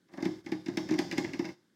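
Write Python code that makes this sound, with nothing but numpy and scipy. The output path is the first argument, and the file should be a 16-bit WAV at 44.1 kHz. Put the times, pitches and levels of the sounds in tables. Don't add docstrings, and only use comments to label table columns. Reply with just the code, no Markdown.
import sys
import numpy as np
from scipy import signal
from scipy.fft import rfft, irfft
from scipy.io import wavfile
from scipy.ndimage import uniform_filter1d

SR = 44100
rng = np.random.default_rng(int(sys.argv[2]) if len(sys.argv) > 2 else 0)


def persist_wave(psi):
    counts = np.round(np.clip(psi, -1, 1) * 32767).astype(np.int16)
    wavfile.write(sys.argv[1], SR, np.atleast_2d(counts).T)


N = 77175

# (frequency [Hz], relative level [dB])
FLOOR_COLOUR = [(18, -53), (30, -29.5), (170, 2), (336, 1.5), (721, -20.5), (1350, -16), (1540, -10.5),
                (2610, -25.5), (3310, -18), (8080, -26.5), (16000, -35.5)]
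# (time [s], level [dB])
WHIRR_LEVELS = [(0,-74),(.08,-67.5),(.17,-56.5),(.33,-50),(.42,-60),(.52,-57),(.64,-65.5),(.72,-47.5),(.9,-47),(1.2,-43),(1.4,-51.5),(1.507,-47.5),(1.544,-71),(1.75,-90)]
# (frequency [Hz], relative level [dB])
GEAR_COLOUR = [(40,-10.5),(100,3),(170,12),(270,10.5),(345,14.5),(470,-4),(850,-10),(1350,-17.5),(2000,-11.5),(3000,-24.5),(5300,-16),(9000,-40),(16000,-35.5)]
# (frequency [Hz], width [Hz], gain [dB])
PANEL_MODES = [(581,35,-3.5),(725,23,-15.5),(824,56,-1),(934,29,-10),(1067,8.3,-4.5),(1674,110,0.5),(2000,78,-13),(2124,123,3.5),(2662,87,-0.5),(3627,100,1),(5060,200,-1.5)]
# (time [s], click [dB], thump [dB], knock [dB], tick [dB])
SLIPS = [(0.084,-53.5,-63.5,-57,-67), (0.094,-75,-52,-59,-85), (0.1341,-51.5,-49.5,-50,-62),
         (0.1734,-56,-43,-44,-57.5), (0.178,-62,-35,-45.5,-76), (0.203,-52,-44,-56,-58.5),
         (0.224,-38,-27,-41.5,-46.5), (0.2425,-42,-38,-53,-53.5), (0.2526,-36.5,-31.5,-41,-45.5),
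         (0.2578,-50,-24.5,-63,-53.5), (0.4611,-39.5,-38,-48,-53), (0.488,-70,-38.5,-54,-59),
         (0.518,-33.5,-25,-41,-46), (0.6604,-40,-38,-52.5,-50), (0.6817,-43,-26.5,-44,-50),
         (0.771,-29,-25.5,-37.5,-37.5), (0.888,-36.5,-44,-43,-48.5), (0.895,-56,-30,-54,-71),
         (0.908,-44,-21,-40.5,-45.5), (0.921,-37.5,-24.5,-45,-50.5), (0.9387,-39,-36.5,-43.5,-46.5),
         (0.982,-32,-65,-58,-50.5), (0.9886,-29,-23,-35,-36), (1.112,-28,-51,-47,-42.5),
         (1.124,-33.5,-34,-40.5,-44.5), (1.172,-34,-41.5,-44.5,-54), (1.1795,-26,-23.5,-37,-35.5),
         (1.2427,-30.5,-34,-44,-49), (1.286,-43,-40,-56,-81), (1.3328,-33.5,-40.5,-50,-48),
         (1.34,-54,-34.5,-50.5,-55), (1.3919,-37,-25.5,-41,-46.5), (1.442,-37,-36.5,-46.5,-55.5),
         (1.452,-37,-47,-45.5,-48), (1.486,-40,-41.5,-52.5,-57)]
# (frequency [Hz], gain [dB])
SNAP_COLOUR = [(2000,-21),(5000,16.5),(7000,6.5),(9500,-7),(12000,-4.5),(16000,-14)]
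# (frequency [Hz], relative level [dB])
SHELL_COLOUR = [(400,4.5),(1000,1),(1350,-4),(1900,12.5),(3000,2),(4200,-2.5),(5400,0.5),(6700,-7.5),(8000,-16.5),(10000,-24.5),(12500,-14.5),(16000,-23.5)]
# (low edge [Hz], high edge [Hz], gain [dB], shortest attack [s], t60 [s])
SHELL_RANGES = [(462,1340,-3.5,0.0027,0.12),(1420,3120,-11.5,0.0015,0.075),(3070,10930,-4,0.00096,0.046)]
# (frequency [Hz], relative level [dB], t60 [s])
CABINET_MODES = [(82,-38,0.23),(109.3,-28.5,0.64),(141.5,-21.5,.45),(169,-25,0.31),(181.5,-19,0.27),(215.5,-16.5,0.32),(227,-10.5,.03),(276.4,-21.5,0.23),(306.9,-7,0.26),(307.4,-2.5,0.056),(359.4,-14.5,0.34),(377.8,-20.5,0.39)]
# (low edge [Hz], high edge before the cap at SR / 2 [Hz], gain [dB], t60 [s])
ROOM_BANDS = [(89.8,414,-4.5,0.1),(399,1460,-5,0.39),(1470,4500,-15.5,0.54),(3230,8100,-3.5,0.52),(7450,27000,-7,.35)]


def amp(db):
    return 10 ** (np.asarray(db) / 20)


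def unit(x):
    return x / np.sqrt(np.mean(x ** 2))


def fade(t, t60):
    return np.exp(-np.log(1000) * np.maximum(t, 0) / t60)


def band(x, lo_hz, hi_hz, order=3):
    edges_hz = [lo_hz, min(hi_hz, SR / 2 - 10)]
    return signal.sosfilt(signal.butter(order, edges_hz, "band", fs=SR, output="sos"), x)


def colour(x, points, size=2048):
    hz, db = np.array(points).T
    curve_db = np.interp(np.log(np.fft.rfftfreq(size, 1 / SR) + 1), np.log(hz), db)
    cepstrum = irfft(np.log(amp(curve_db)))
    cepstrum[1:size // 2] *= 2
    cepstrum[size // 2 + 1:] = 0
    response = irfft(np.exp(rfft(cepstrum)))
    return signal.fftconvolve(x, response)[:len(x)]


def add(out, start_s, x):
    i = int(start_s * SR)
    out[i:i + len(x)] += x[:len(out) - i]


def noise_floor(level_db=-62.5):
    return amp(level_db) * unit(colour(rng.standard_normal(N), FLOOR_COLOUR))


def gears(teeth_per_s=2200, scatter_db=3):
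    contacts = rng.random(N) < teeth_per_s / SR
    teeth = contacts * rng.standard_normal(N) * amp(scatter_db * rng.standard_normal(N))
    level_db = np.interp(np.arange(N) / SR, *np.array(WHIRR_LEVELS).T)
    return amp(level_db) * unit(panels(colour(teeth, GEAR_COLOUR)))


def panels(x):
    ringing = 0
    for hz, width_hz, db in PANEL_MODES:
        ringing += amp(db) * signal.lfilter(*signal.iirpeak(hz, hz / width_hz, fs=SR), x)
    return x + ringing


def clacks(hard_db=-38.5, snap_growth=1.13, slowing_per_db=0.0933):
    out, t = np.zeros(N), np.arange(SR // 2) / SR
    brief = t[:len(t) // 2]
    for start, click_db, thump_db, knock_db, tick_db in SLIPS:
        add(out, start, amp(thump_db) * thump(t))
        hardness_db = tick_db - hard_db
        snap_db = hard_db - 3 + snap_growth * hardness_db
        slowing = 1 + slowing_per_db * max(-hardness_db, 0)
        add(out, start, amp(snap_db) * snap(brief))
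        for strength_db, (lo, hi, db, attack_s, t60) in zip((knock_db, click_db, tick_db), SHELL_RANGES):
            add(out, start, amp(strength_db + db) * chatter(brief, lo, hi, attack_s * slowing, t60))
    return out


def snap(t):
    return colour(rng.standard_normal(len(t)) * fade(t, t60=0.022), SNAP_COLOUR)


def chatter(t, lo_hz, hi_hz, attack_s, t60, unevenness=0.23):
    contacts = rng.standard_normal(len(t)) * np.exp(unevenness * rng.standard_normal(len(t)))
    burst = contacts * np.minimum(t / attack_s, 1) * fade(t - attack_s, t60)
    ringing = band(panels(colour(burst, SHELL_COLOUR)), lo_hz, hi_hz)
    return ringing / np.sqrt(np.sum(ringing ** 2) / (0.02 * SR))


def thump(t, push_s=0.00716, swell_cycles=2.3, scatter_db=1, detune=0.016):
    out, since_push = 0, t - push_s
    for hz, db, t60 in CABINET_MODES:
        cycles_to_go = np.maximum(swell_cycles - hz * t, 0)
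        swell = np.exp(-cycles_to_go ** 2 / 2) * (1 - fade(t, push_s))
        gain = amp(db + scatter_db * rng.standard_normal())
        pitch_hz = hz * (1 + detune * rng.standard_normal())
        out += gain * swell * np.cos(2 * np.pi * pitch_hz * since_push) * fade(since_push, t60)
    return out


def room(x, build_s=0.0093):
    t, response = np.arange(SR // 2) / SR, 0
    build_up = np.minimum(t / build_s, 1) ** 2
    for lo, hi, db, t60 in ROOM_BANDS:
        tail = band(rng.standard_normal(len(t)), lo, hi) * fade(t, t60) * build_up
        band_energy = 2 * (hi - lo) / SR
        response += amp(db) * tail * np.sqrt(band_energy / np.sum(tail ** 2))
    return signal.fftconvolve(x, response)[:N]


def scene():
    printer = clacks() + gears()
    floor = noise_floor()
    return (printer + room(printer) + floor)[None]


def record(dry, low_cut_hz=28, top_hz=16100, threshold_db=-50, depth_db=9, slope=1.6, window_s=0.047):
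    x = signal.sosfilt(signal.butter(1, low_cut_hz, "high", fs=SR, output="sos"), dry)
    power = uniform_filter1d(x ** 2, int(window_s * SR), axis=-1)
    level_db = 10 * np.log10(np.abs(power) + 1e-12)
    gain_db = np.clip(slope * (level_db - threshold_db), -depth_db, 0)
    top_cut = signal.ellip(10, 0.2, 70, top_hz, fs=SR, output="sos")
    return signal.sosfilt(top_cut, x * amp(gain_db))


dry = scene()
out = record(dry)
persist_wave(out)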